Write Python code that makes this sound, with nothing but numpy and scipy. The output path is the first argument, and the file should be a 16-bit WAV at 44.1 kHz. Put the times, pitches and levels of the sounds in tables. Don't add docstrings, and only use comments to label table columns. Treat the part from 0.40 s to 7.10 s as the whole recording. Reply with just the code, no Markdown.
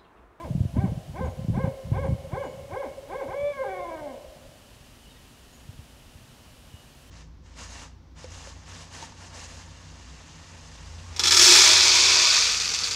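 import sys
import numpy as np
from scipy import signal
from scipy.fft import rfft, irfft
from scipy.io import wavfile

SR = 44100
rng = np.random.default_rng(int(sys.argv[2]) if len(sys.argv) > 2 else 0)


def generate_wav(sig):
    pcm = np.round(np.clip(np.atleast_2d(sig).T, -1, 1) * 32767).astype(np.int16)
    wavfile.write(sys.argv[1], SR, pcm)


N = 295470
TIME = np.arange(N) / SR
BIN_HZ = np.fft.rfftfreq(N, 1 / SR)


def from_db(db):
    return 10 ** (np.asarray(db) / 20)


def unit_rms(x):
    return x / np.sqrt(np.mean(x ** 2) + 1e-20)


def drift(rate_hz):
    return unit_rms(irfft(rfft(rng.standard_normal(N)) / (1 + (BIN_HZ / rate_hz) ** 4), N))


def equalise(x, curve):
    hz, db = np.transpose(curve)
    return irfft(rfft(x) * from_db(np.interp(np.log(BIN_HZ + 1), np.log(hz), db)), N)


def coloured_noise(curve, low_hz, high_hz):
    hz = BIN_HZ + 1
    band = 1 / np.sqrt((1 + (low_hz / hz) ** 10) * (1 + (hz / high_hz) ** 20))
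    noise = irfft(rfft(rng.standard_normal(N)) * band, N)
    return unit_rms(equalise(noise, curve))


# (frequency [Hz], relative level [dB])
MURMUR_EQ = [(12, -44), (20, -4), (59, 0), (119, -15), (207, -17.5), (238, -10.5), (315, -21), (631, -21),
             (881, -23.5), (1770, -27.5), (2030, -27.5), (3000, -26), (3350, -30), (10500, -28.5),
             (15500, -41)]
HISS_EQ = [(880, -48), (1500, -18), (1860, -8.5), (2010, -10), (3030, -2), (3310, -6.5), (10400, -13.5),
           (15500, -21)]
def air(murmur_db=-57, hiss_db=-57.5):
    murmur = from_db(murmur_db) * coloured_noise(MURMUR_EQ, 192, 1950)
    return murmur + from_db(hiss_db) * coloured_noise(HISS_EQ, 1370, 17000)


def trunk_reverb(x, t60_s, predelay_s=.039, early_db=19, early_s=.046):
    t = TIME[:2 * SR]
    echoes_per_s = 500 * (1 + 10 * t)
    taps = rng.standard_normal(len(t)) * (rng.random(len(t)) < echoes_per_s / SR)
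    decay_db = -60 * t / t60_s + early_db * np.exp(-t / early_s)
    impulse = taps * (t > predelay_s) * from_db(decay_db)
    return signal.fftconvolve(x, impulse / np.linalg.norm(impulse))[:N]


# (time [s], length [s], start pitch [Hz], end pitch [Hz], level [dB])
BIRD_CHIPS = [(0.842, 0.039, 6950, 6700, -60), (0.9, 0.027, 6780, 6710, -69),
              (1.655, 0.027, 9970, 8600, -63), (2.04, .045, 7700, 6750, -61),
              (4.696, 0.04, 4140, 3660, -60), (4.755, 0.026, 1785, 1890, -62),
              (5.122, 0.051, 7000, 6730, -60), (5.185, 0.065, 6730, 6720, -71)]
BIRD_WHISTLES = [(1.974, 0.15, 3110, 2900, -60), (4.451, .3, 3114, 3000, -68),
                 (4.613, 0.117, 2995, 2950, -61.5), (6.315, 0.077, 3200, 2840, -60)]
def small_birds(settle=4.11, wobble_depth=.01):
    out = np.zeros(N)
    wobble = 1 + wobble_depth * drift(77)
    for start, length, start_hz, end_hz, db in BIRD_CHIPS + BIRD_WHISTLES:
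        on = (TIME > start) & (TIME < start + length)
        progress = (TIME[on] - start) / length
        hz = (end_hz + (start_hz - end_hz) * np.exp(-settle * progress)) * wobble[on]
        envelope = from_db(db) * np.sqrt(2) * np.sin(np.pi * progress)
        out[on] += envelope * np.sin(2 * np.pi * np.cumsum(hz) / SR)
    return out


# (time [s], hold [s], strength [dB])
GUST_CUES = [(.07, 0.21, -31), (0.353, .12, -27), (.49, 0.075, -31.5), (0.679, 0.088, -38.5),
             (0.802, 0.086, -28), (0.987, 0.041, -32), (1.093, .19, -29.5), (1.469, 0.26, -28.5),
             (1.786, 0.21, -40.5), (2.0, 0.32, -46.5), (2.69, .35, -50.5), (5.273, 0.58, -52.5)]
def gust_envelope(rise_db_per_s=480, fall_db_per_s=312, calm_db=-54.5):
    level_db = np.full(N, calm_db)
    for start, hold, db in GUST_CUES:
        fade_in_db = rise_db_per_s * np.maximum(start - TIME, 0)
        fade_out_db = fall_db_per_s * np.maximum(TIME - start - hold, 0)
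        level_db = np.maximum(level_db, db - fade_in_db - fade_out_db)
    return level_db


def lesser_eddies(gust_db, per_s=14, over_gust_db=6, centre_hz=105, spread_octaves=.62):
    born = rng.random(N) < per_s / SR
    octaves = spread_octaves * np.tanh(rng.standard_normal(N)[born])
    return list(zip(TIME[born], gust_db[born] + over_gust_db, centre_hz * 2 ** octaves))


# (time [s], pre-filter peak [dB], pitch [Hz])
STRONG_EDDIES = [(.102, -19.5, 147), (.15, -16.5, 155), (.204, -8.5, 88), (.252, -14, 105),
                 (.366, -16.5, 226), (.381, -10.5, 84), (.438, -11.5, 159), (.452, -13.5, 150),
                 (.519, -19, 149), (.574, -23, 137), (.693, -23.5, 71), (.808, -21, 176), (1.045, -24, 154),
                 (1.083, -13.5, 121), (1.098, -11, 115), (1.152, -14.5, 90), (1.174, -15.5, 187),
                 (1.24, -15.5, 134), (1.274, -16.5, 133), (1.517, -10.5, 91), (1.722, -13.5, 107),
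                 (1.93, -21, 119), (2.33, -29, 90), (2.885, -31.5, 84.5), (3.03, -31, 79),
                 (5.289, -28.5, 89.5), (5.389, -31, 89), (5.75, -34.5, 79.5), (6.34, -30, 56)]
def eddy_thumps(gust_db, attack_s=.003126):
    out = np.zeros(N)
    for start, db, hz in list(STRONG_EDDIES) + lesser_eddies(gust_db):
        on = (TIME > start) & (TIME < start + .06)
        t = TIME[on] - start
        envelope = from_db(db) * t / attack_s * np.exp(1 - t / attack_s)
        out[on] += envelope * np.sin(2 * np.pi * (hz * t + rng.random()))
    return out


# (frequency [Hz], relative level [dB])
RUMBLE_EQ = [(12, -53), (20, -28), (38, 0.5), (76, 5), (113, -1), (141, -1.5), (232, -14), (312, -32),
             (450, -35), (580, -71), (990, -120)]
def wind(rumble_trim_db=-.5, lumpy_db=2.5, breeze_db=-58, band_hz=(72, 650)):
    gust_db = gust_envelope()
    rumble_db = gust_db + rumble_trim_db + lumpy_db * drift(25.5)
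    rumble = from_db(rumble_db) * coloured_noise(RUMBLE_EQ, 22, 504.5)
    breeze = from_db(breeze_db + lumpy_db * drift(14)) * coloured_noise(MURMUR_EQ, 26, 77)
    bandpass = signal.butter(2, band_hz, "band", fs=SR, output="sos")
    return breeze + signal.sosfilt(bandpass, rumble + eddy_thumps(gust_db))


# (frequency [Hz], gain [dB])
TRUNK_EQ = [(250, -14), (450, 5.5), (545, 6), (585, 3), (680, 4), (800, -6.5), (1050, -7.5), (1600, -9),
            (2200, -3.5), (3500, -21)]
def owl_reverb(calls):
    return from_db(-4) * trunk_reverb(equalise(calls, TRUNK_EQ), t60_s=1.33)


# (frequency [Hz], gain [dB])
GROUND_EQ = [(250, -41), (450, 9), (600, -3.5), (800, -8), (1100, -14.5), (2400, -7)]
def ground_echo(calls, delay_s=.0155):
    return np.interp(TIME - delay_s, TIME, equalise(calls, GROUND_EQ), left=0)


# (frequency [Hz], width [Hz], gain [dB])
FORMANTS = [(340, 290, -16.5), (581.6, 153, -5.5), (819, 159, -5.5), (1019, 133, -7), (1212, 110, -14),
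            (1572, 148, -13.5), (1867, 86, -20.5), (2161, 160, -15.5), (2294.1, 45, -15.5),
            (3440, 350, -31)]
def throat(hz, notch_hz=1175, notch_width_hz=55, notch_db=-13, leak_db=-46, leak_hz=3000):
    peaks = sum(from_db(db) / (1 + 2 * ((hz - centre) / width) ** 2) ** 2
                for centre, width, db in FORMANTS)
    notch = from_db(notch_db * np.exp(-((hz - notch_hz) / notch_width_hz) ** 2))
    return peaks * notch + from_db(leak_db) / (1 + (hz / leak_hz) ** 6)


def chest_db(pitch, boost_db=8.5, below_hz=292, knee_hz=21):
    return .5 + boost_db * (.5 + .5 * np.tanh((below_hz - pitch) / knee_hz))


FLIP_HZ, FLIP_RATIO, FLIP_KNEE_HZ = 423, 1.18, 4
def syrinx(pitch, drive_db, fundamental_db=0, jitter=.003, rasp=.009, shimmer=.1, bright_hz=378):
    upper = .5 + .5 * np.tanh((pitch - FLIP_HZ) / FLIP_KNEE_HZ)
    lowpass = signal.butter(2, 130, fs=SR, output="sos")
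    flutter, tremble = [unit_rms(signal.sosfilt(lowpass, noise))
                        for noise in rng.standard_normal((2, len(pitch)))]
    hz = pitch * (1 + (FLIP_RATIO - 1) * upper)
    roughness = jitter * upper + rasp * (1 - upper)
    phase = 2 * np.pi * np.cumsum(hz * (1 + roughness * flutter)) / SR
    tilt_db_per_octave = -1.5 - 5 * np.maximum(np.log2(bright_hz / pitch), 0)
    voice = from_db(chest_db(pitch) + fundamental_db) * throat(hz) * np.sin(phase)
    for k in range(2, 13):
        voice += from_db(tilt_db_per_octave * np.log2(k)) * throat(k * hz) * np.sin(k * phase)
    return np.sqrt(2) * from_db(drive_db) * voice * (1 + shimmer * (1 - upper) * tremble)


HALF_HOOT_S = .1
def hoot_bend(t, rise_depth=.48, fall_depth=.54, fall_s=.062):
    rise = rise_depth * np.abs(t / HALF_HOOT_S) ** 1.42
    fall = fall_depth * (1 - np.exp(-np.abs(t / fall_s) ** 2.8))
    return 1 - np.where(t < 0, rise, fall)


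def hoot_envelope(t, attack_s=.035, release_s=.023, fade_db=16, sag_db_per_s=34):
    attack = np.maximum(1 - (HALF_HOOT_S + t) / attack_s, 0)
    release = np.maximum(1 - (HALF_HOOT_S - t) / release_s, 0)
    return -fade_db * (attack + release) - sag_db_per_s * np.maximum(t, 0)


# (time of the top [s], top pitch before the flip [Hz], stretch [ratio], drive [dB])
HOOT_CUES = [(.022, 346, 0.77, -31.5), (.423, 399.6, 0.88, -32), (.822, 445.7, 0.9, -31),
             (1.217, 461.7, 0.96, -30), (1.609, 473.7, 0.98, -29), (2.0, 479.5, 0.99, -28.5),
             (2.393, 478.4, 1.0, -28.5), (2.777, 475.4, 0.98, -29)]
def hoots():
    out = np.zeros(N)
    for top_s, top_hz, stretch, db in HOOT_CUES:
        t = (TIME - top_s) / stretch
        on = np.abs(t) < HALF_HOOT_S
        out[on] += syrinx(top_hz * hoot_bend(t[on]), db + hoot_envelope(t[on]))
    return out


# (time [s], pitch before the flip [Hz])
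LONG_GLIDE = [(2.86, 250), (2.9, 360), (2.955, 476), (3.05, 492), (3.118, 491), (3.135, 474), (3.236, 438),
              (3.248, 407), (3.29, 386), (3.635, 297), (3.78, 220)]
# (time [s], drive [dB])
LONG_DRIVE = [(2.86, -47), (2.885, -31), (3.085, -24), (3.15, -28), (3.39, -28), (3.6, -33), (3.74, -36),
              (3.78, -51)]
def long_note(quaver_start_s=3.122, quaver_hz=18.5, vibrato_hz=6.5, tremolo_db=.5):
    out = np.zeros(N)
    on = (TIME > LONG_GLIDE[0][0]) & (TIME < LONG_GLIDE[-1][0])
    t = TIME[on]
    quaver = -np.sin(2 * np.pi * quaver_hz * np.maximum(t - quaver_start_s, 0))
    pitch = np.interp(t, *np.transpose(LONG_GLIDE)) + vibrato_hz * quaver
    drive_db = np.interp(t, *np.transpose(LONG_DRIVE)) + tremolo_db * quaver
    out[on] = syrinx(pitch, drive_db, fundamental_db=-1.5)
    return out


# (time [s], half-width [s], gain [dB])
LOW_BAND_MOVES = [(3.148, .018, -21), (3.215, 0.0156, 3.5)]
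def waver(x, crossover_hz=780):
    low_band = irfft(rfft(x) / (1 + (BIN_HZ / crossover_hz) ** 20), N)
    gain_db = sum(db * np.exp(-((TIME - at) / width) ** 2) for at, width, db in LOW_BAND_MOVES)
    return x + low_band * (from_db(gain_db) - 1)


def scene():
    series, held, birds = hoots(), long_note(), small_birds()
    calls = series + held
    reverb_send = from_db(.5) * series + held
    owl = waver(calls + ground_echo(calls) + owl_reverb(reverb_send))
    far_birds = birds + from_db(-4.5) * trunk_reverb(birds, t60_s=.31)
    return (air() + wind() + far_birds + owl)[None]


def record(dry, cutoff_hz=15700):
    return signal.sosfilt(signal.ellip(12, .1, 80, cutoff_hz, fs=SR, output="sos"), dry)


dry = scene()
out = record(dry)
generate_wav(out)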